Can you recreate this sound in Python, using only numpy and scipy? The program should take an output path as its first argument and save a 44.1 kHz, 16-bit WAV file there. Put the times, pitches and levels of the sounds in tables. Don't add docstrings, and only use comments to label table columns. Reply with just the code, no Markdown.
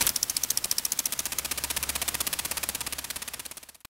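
import sys
import numpy as np
from scipy import signal
from scipy.io import wavfile
from scipy.ndimage import uniform_filter1d

SR = 44100
rng = np.random.default_rng(int(sys.argv[2]) if len(sys.argv) > 2 else 0)


def bounce(signal):
    frames = np.transpose(np.atleast_2d(signal))
    limited = np.clip(frames, -1, 1)
    pcm = np.round(limited * 32767).astype(np.int16)
    wavfile.write(sys.argv[1], SR, pcm)


def boost_factor(decibels):
    exponent = np.asarray(decibels, float) / 20
    return 10 ** exponent


N = 176400

FADE_FROM_S, FADE_TO_S = 2.885, 3.845
SOFT_EDGE_HZ = 15800
PASS_MS = np.arange(2000) * 1000 / SR


def evened(x):
    return x / np.sqrt(np.mean(x ** 2) + 1e-20)


def coloured(x, points):
    hz = abs(np.fft.fftfreq(8192, 1 / SR))
    point_hz, point_db = np.transpose(points)
    log_gain = np.interp(np.log(hz + 1), np.log(point_hz + 1), point_db) * np.log(10) / 20
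    taps = np.fft.ifft(np.exp(np.conj(signal.hilbert(log_gain)))).real[:4096]
    return signal.oaconvolve(x, taps / np.linalg.norm(taps))[:len(x)]


def edged(x, hz):
    return signal.oaconvolve(x, signal.firwin(511, hz, window=("kaiser", 8), fs=SR), "same")


def blend(x, first, second, share):
    share = np.clip(share, 0, 1)
    return np.sqrt(1 - share) * coloured(x, first) + np.sqrt(share) * coloured(x[::-1], second)


def ring(x, hz, width_hz):
    radius = np.exp(-np.pi * width_hz / SR)
    angle = 2 * np.pi * hz / SR
    return evened(signal.lfilter([1], [1, -2 * radius * np.cos(angle), radius ** 2], x))


def bump(ms, at, width):
    return np.exp(-.5 * ((ms - at) / width) ** 2)


def burst(shape, noise):
    x = shape * noise
    return x * np.linalg.norm(shape) / (np.linalg.norm(x) + 1e-12)


def add(mix, s, sound):
    part = mix[max(round(s * SR), 0):][:len(sound)]
    part += sound[:len(part)]


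def fade():
    return np.clip((FADE_TO_S - np.arange(N) / SR) / (FADE_TO_S - FADE_FROM_S), 0, 1)


def control(column):
    # time_s, hiss_level_db, vane_bite [0-1]
    head_turn = [(0, -36, 1), (0.053, -32.5, 0.75), (0.132, -40.5, 0.42), (1.051, -42.5, 0.56),
                 (1.4, -42, 0.83), (1.952, -39.5, 0.88), (2.3, -40.5, 0.82), (2.55, -41, 0.9),
                 (2.75, -42.5, 0.9), (2.95, -44, 0.95), (3.201, -42, 0.9), (3.85, -42.5, 0.94)]
    points = np.array(head_turn)
    return np.interp(np.arange(N) / SR, points[:, 0], points[:, column])


def droplets(grain_ms, spread_db):
    decay = np.exp(-1000 / (grain_ms * SR))
    flicker = evened(signal.lfilter([1], [1, -decay], rng.standard_normal(N)))
    return evened(rng.standard_normal(N) * boost_factor(spread_db * flicker))


def jet():
    # frequency_hz, density_db
    hiss_colour = [(30, -3), (130, -1), (400, -10.5), (1660, -9), (4370, -10.5), (5120, -5), (11800, -11),
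                   (15800, -4)]
    # frequency_hz, density_db
    mist_colour = [(30, -3), (100, 4.5), (400, -3.5), (971, -2), (3000, -4), (5600, -6.5), (9820, -7),
                   (15000, -12.5)]
    falling = blend(droplets(grain_ms=1.5, spread_db=0.43), hiss_colour, mist_colour, control(column=2))
    z = signal.stft(falling, nperseg=256)[2]
    patches = uniform_filter1d(rng.standard_normal(z.shape), 12, 0)
    patches = evened(uniform_filter1d(patches, 8, 1))
    patchy = signal.istft(z * boost_factor(0.72 * patches), nperseg=256)[1][:N]
    return edged(evened(patchy), SOFT_EDGE_HZ) * boost_factor(control(column=1)) * fade()


def passes():
    # start_s, spray_db, slap_delay_ms, slap_db, contact_change_ms, low_splash_change_db
    splashes = [
        (.008, -21.5, 9, -25, 1.5, 0),
        (0.0221, -30, 3, -21, -3, -6),
        (0.0698, -20.5, 2.5, -25, -4, -9.5),
    ]
    # start_s, spray_db, slap_delay_ms, slap_db, slap_ring_hz
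    grazing = [(0.0903, -28, 2.44, -17, 5730), (0.158, -30, 4.4, -17.5, 5460),
               (0.2268, -32, 3.8, -16.5, 5750), (0.2962, -31.5, 3.4, -18.5, 6300),
               (0.365, -31, 3.75, -16.5, 5050), (0.4333, -29.5, 4, -18, 6100),
               (0.5019, -29.5, 4.24, -16, 6080), (0.5721, -33, 2.77, -16, 5570),
               (0.6409, -30.5, 4.5, -17.5, 5260), (0.7112, -30, 3.1, -17, 5100),
               (0.7816, -30.5, 2.95, -18, 5620), (0.8498, -31, 3.56, -17.5, 5670),
               (0.9184, -29.5, 3, -17, 7060), (0.9884, -27.5, 3.6, -15.5, 6460),
               (1.055, -29, 3.5, -16.5, 5970), (1.1222, -27.5, 2.1, -21.5, 6900),
               (1.1897, -28, 3.25, -17, 6330), (1.255, -27.5, 0.75, -20.5, 6700),
               (1.3201, -29, 0.59, -26, 5440), (1.3842, -28, 3.1, -13, 6660)]
    # start_s, spray_db, slap_delay_ms, slap_db
    biting = [(1.447, -27, 1.9, -28), (1.5109, -26.5, 4.2, -19.5), (1.5753, -27.5, 4.2, -40),
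              (1.6378, -28, 0.87, -15.5), (1.7007, -27, 12, -23), (1.7646, -24.5, 8.9, -26.5),
              (1.8275, -27.5, 1.1, -16), (1.8907, -25, 0.34, -24), (1.9528, -26.5, 10.9, -37),
              (2.0159, -25.5, 3.5, -20), (2.079, -24.5, 1.2, -32), (2.1418, -27, 10.8, -15.5),
              (2.2034, -24.5, 12.3, -21.5), (2.2661, -25, 2.8, -41), (2.3282, -25.5, 4.3, -22.5),
              (2.3885, -26.5, 7.3, -36), (2.4486, -27, 0.71, -36), (2.5098, -27.5, 3.6, -15.5),
              (2.5697, -27, 1.05, -22), (2.6297, -27, 8.0, -16)]
    # start_s, spray_db, slap_delay_ms, slap_db
    receding = [(2.6887, -28, 0.92, -14), (2.748, -28.5, 1.5, -20), (2.8061, -30.5, 8.5, -44),
                (2.8646, -29.5, 4.7, -39), (2.9239, -30.5, 1.7, -25), (2.9831, -30, 5.6, -27),
                (3.0413, -32.5, 8.7, -37), (3.1011, -30, 3.6, -40), (3.1589, -32, 9.8, -26),
                (3.2185, -32.5, 9.3, -26), (3.2767, -32.5, 1.1, -33), (3.3352, -32.5, 1.8, -37),
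                (3.394, -35, 0.79, -26), (3.4526, -36.5, 10.2, -25), (3.5112, -39, 1.8, -26),
                (3.5705, -39, 0.26, -29), (3.6287, -42, 8.2, -47), (3.6874, -44.5, 3.7, -36),
                (3.7456, -47.5, 18, -47), (3.804, -58, 1.15, -42.5)]

    def with_usual_ring(table):
        return [tuple(row[:4]) + (5800,) for row in table]

    rows = with_usual_ring(splashes) + [tuple(row) for row in grazing]
    rows = np.array(rows + with_usual_ring(biting) + with_usual_ring(receding))
    trims = np.zeros((len(rows), 2))
    trims[:len(splashes)] = np.array(splashes)[:, 4:]
    return rows, trims


def held_spray(level_db, deep, after_ms):
    rise_ms, shed_ms, sag_db_per_ms = 0.55, 6, -0.24
    shed_gain = boost_factor(-8)
    level = boost_factor(level_db + sag_db_per_ms * (0.5 - deep) * (PASS_MS + 4.0))
    shed = shed_gain * np.exp(-(after_ms / shed_ms) ** 2) + np.exp(-after_ms / .6)
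    return level * np.minimum(PASS_MS / rise_ms, 1) * shed / (1 + shed_gain)


def low_splash(level_db, after_ms):
    lag_ms, fall_ms = 1.6, 3.1
    rise = np.minimum(PASS_MS / 1.8, 1)
    return boost_factor(level_db) * rise * np.exp(-np.maximum(after_ms - lag_ms, 0) / fall_ms)


def slap_shape(at_ms, entry_chance, rebound_chance):
    entry = boost_factor(-14 + 2 * entry_chance) * bump(PASS_MS, 0.43 * at_ms, 0.2 * at_ms + .1)
    rebound = boost_factor(-13.5 + 2 * rebound_chance) * bump(PASS_MS, at_ms + 3.04, 1.0)
    return bump(PASS_MS, at_ms, 0.46) + entry + rebound


def thud(level_db, stop_ms):
    return boost_factor(level_db - 15) * bump(PASS_MS, stop_ms, 3.35) * np.sin(2 * np.pi * 259 * PASS_MS / 1000)


def spray_noise(bite):
    # frequency_hz, level_db
    thin_colour = [(180, -27), (300, -20.5), (2350, -11), (3160, 5), (5650, -0.5), (6560, -4.5),
                   (10400, 8.5), (15800, -3)]
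    # frequency_hz, level_db
    full_colour = [(180, -42.5), (300, -13), (2050, -1.5), (5940, -0.5), (7250, -1.5), (9770, 1),
                   (12900, -4), (15800, -9)]
    # frequency_hz, width_hz, level_db
    wheel_modes = [(694, 100, -10.5), (966, 65, -7), (1208, 54, -8.5), (1870, 150, -8.5), (2470, 240, -2.5)]
    spray = blend(droplets(grain_ms=0.2, spread_db=2.5), thin_colour, full_colour, bite)
    clumps = evened(uniform_filter1d(uniform_filter1d(rng.standard_normal(N), 60), 60))
    spray = edged(evened(spray * boost_factor(0.67 * clumps)), SOFT_EDGE_HZ)
    bass = signal.sosfilt(signal.butter(2, 1490, fs=SR, output="sos"), spray)
    stir = rng.standard_normal(N)
    wheel = sum(boost_factor(db - 10.5) * ring(stir, hz, width_hz) for hz, width_hz, db in wheel_modes)
    return spray - bass, bass + np.clip(bite, 0, 1) * wheel


def vane():
    # frequency_hz, level_db
    slap_colour = [(1000, -44), (2000, -30), (3140, -26.5), (5740, 1), (7500, -1.5), (9330, 1), (11400, 1),
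                   (14400, -3), (16300, -48)]
    # frequency_hz, level_db
    tick_colour = [(500, 1), (2000, -6.5), (5000, -9.5), (10000, 6), (14500, 1), (16500, -20)]
    # time_s, peak_db
    stray_drops = [(.0355, -27), (.046, -31), (.0618, -24), (.4755, -40), (.5172, -23), (.6565, -19),
                   (1.107, -33), (3.013, -41), (3.62, -51), (3.6675, -53), (3.7985, -61)]
    deep_from_s, deep_by_s = 0.9, 1.9
    tick_ms = .2
    rows, trims = passes()
    turn_times_ms = 1000 * np.clip(np.gradient(rows[:, 0]), .058, .07)
    slap_noise = coloured(rng.standard_normal(N + 2000), slap_colour)
    hold, low, slaps, ticks, rung, thuds = np.zeros((6, N))
    chances = rng.standard_normal((len(rows), 6))
    noises = rng.standard_normal((len(rows), 2000))
    for row, turn_ms, chance, noise, trim in zip(rows, turn_times_ms, chances, noises, trims):
        s, spray_db, at_ms, slap_db, ring_hz = row
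        contact_change_ms, low_db = trim
        deep = np.clip((s - deep_from_s) / (deep_by_s - deep_from_s), 0, 1)

        stop_ms = 0.19 * turn_ms + 3.5 * (1 - deep) * (s > .08) + 0.48 * chance[0] + contact_change_ms
        after_ms = np.maximum(PASS_MS - stop_ms, 0)
        add(hold, s, held_spray(spray_db, deep, after_ms))
        brush = (s > .1) * (1 - deep) * boost_factor(-43.5 + 3.1 * chance[5]) * bump(PASS_MS, 10.5, 2.2)
        add(hold, s - .022, brush)
        add(low, s, low_splash(spray_db + low_db + 1.6 * chance[3], after_ms))

        slap = (1 - deep) * boost_factor(slap_db) * slap_shape(at_ms, chance[1], chance[2])
        add(slaps, s, burst(slap, slap_noise[round(s * SR):][:len(PASS_MS)]))
        add(rung, s, burst(slap, ring(noise, ring_hz, width_hz=350)))

        dry_tick = deep * boost_factor(min(slap_db, spray_db + 13)) * bump(PASS_MS, at_ms, tick_ms)
        exit_tick = boost_factor(spray_db - 16 + 2.2 * chance[4]) * bump(PASS_MS, stop_ms - .4, tick_ms)
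        add(ticks, s, burst(dry_tick, noise) + burst(exit_tick, noise[::-1]))
        add(thuds, s, thud(spray_db + low_db + 0.5 * chance[5], stop_ms))
    for s, db in stray_drops:
        tap = boost_factor(db) * bump(PASS_MS, 0.6, tick_ms)
        add(ticks, s, burst(tap, rng.standard_normal(len(PASS_MS))))
    spray, bass = spray_noise(control(column=2))
    crack = boost_factor(2.5) * slaps + boost_factor(1) * rung
    crack = signal.sosfilt(signal.butter(2, 2200, "high", fs=SR, output="sos"), crack)
    return hold * spray + low * bass + crack + coloured(ticks, tick_colour) + thuds


def hum():
    # time_s, pitch_hz, level_db
    motor_curve = [(0, 54, -47), (.1, 56, -51), (.17, 66, -64), (1.03, 67.5, -66), (1.18, 68, -57.5),
                   (1.5, 68, -50.5), (1.9, 68, -46), (2.2, 68, -49), (2.35, 68, -55), (2.55, 68, -51),
                   (2.78, 68, -56), (2.95, 68, -50), (3.16, 68, -59), (3.33, 68.4, -50.5), (3.55, 69, -57),
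                   (3.75, 72, -52)]
    width_hz, sway_db = .8, .5
    wander = evened(signal.lfilter([1], [1, -np.exp(-30. / SR)], rng.standard_normal(N)))
    s, hz, db = np.transpose(motor_curve)
    t = np.arange(N) / SR
    pitch_hz = np.interp(t, s, hz) + width_hz * wander
    tone = np.sqrt(2) * np.sin(2 * np.pi * np.cumsum(pitch_hz) / SR)
    sway = sway_db * np.roll(uniform_filter1d(wander, 2000), SR)
    return tone * boost_factor(np.interp(t, s, db) + sway) * fade()


def knocks():
    # time_s, pitch_hz, width_ms, level_db
    wheel_knocks = [
        (.014, 921, 4, -30),
        (.0175, 2400, .9, -22),
        (.013, 4100, .8, -21),
        (.018, 9000, .5, -17),
        (.0677, 11500, .16, -4),
        (.0677, 7500, .14, -11),
        (.0765, 8200, .5, -17),
    ]
    ms = np.arange(N) * 1000 / SR
    mix = np.zeros(N)
    for s, hz, width_ms, db in wheel_knocks:
        mix += boost_factor(db) * bump(ms, 1000 * s, width_ms) * np.sin(2 * np.pi * hz * ms / 1000)
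    return mix


def ending():
    # frequency_hz, level_db
    blip_colour = [(250, 1.5), (700, 4.5), (3130, 3.5), (5740, 0), (12300, -4), (15200, -3), (16500, -22.5)]
    blip_s, blip_ms, blip_db = 3.848, 7., -38.5
    t = np.arange(N) / SR
    tail_db = -83 - 120 * np.maximum(t - FADE_TO_S, 0)
    tail = boost_factor(tail_db) * edged(rng.standard_normal(N), SOFT_EDGE_HZ)
    ms = 1000 * (t - blip_s)
    release = boost_factor(-20.5 - 4.5 * np.maximum(ms - blip_ms, 0))
    gate = (ms > 0) * np.where(ms < blip_ms, 1, release)
    push = boost_factor(-41.5) * bump(ms, 3.8, 0.83) * (ms < blip_ms)
    thin_ring = boost_factor(-50.5) * gate * np.sin(2 * np.pi * 1040 * t)
    blip = boost_factor(blip_db) * gate * coloured(rng.standard_normal(N), blip_colour)
    return tail + push + thin_ring + blip


def scene():
    mix = jet() + vane() + hum() + knocks() + ending()
    return (mix * (np.arange(N) / SR < 3.889))[None]


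def low_pass(x):
    return signal.sosfilt(signal.butter(12, 16970, fs=SR, output="sos"), x)


def record(dry):
    mix = edged(dry[0], 16980)[None]
    return low_pass(mix)


dry = scene()
out = record(dry)
bounce(out)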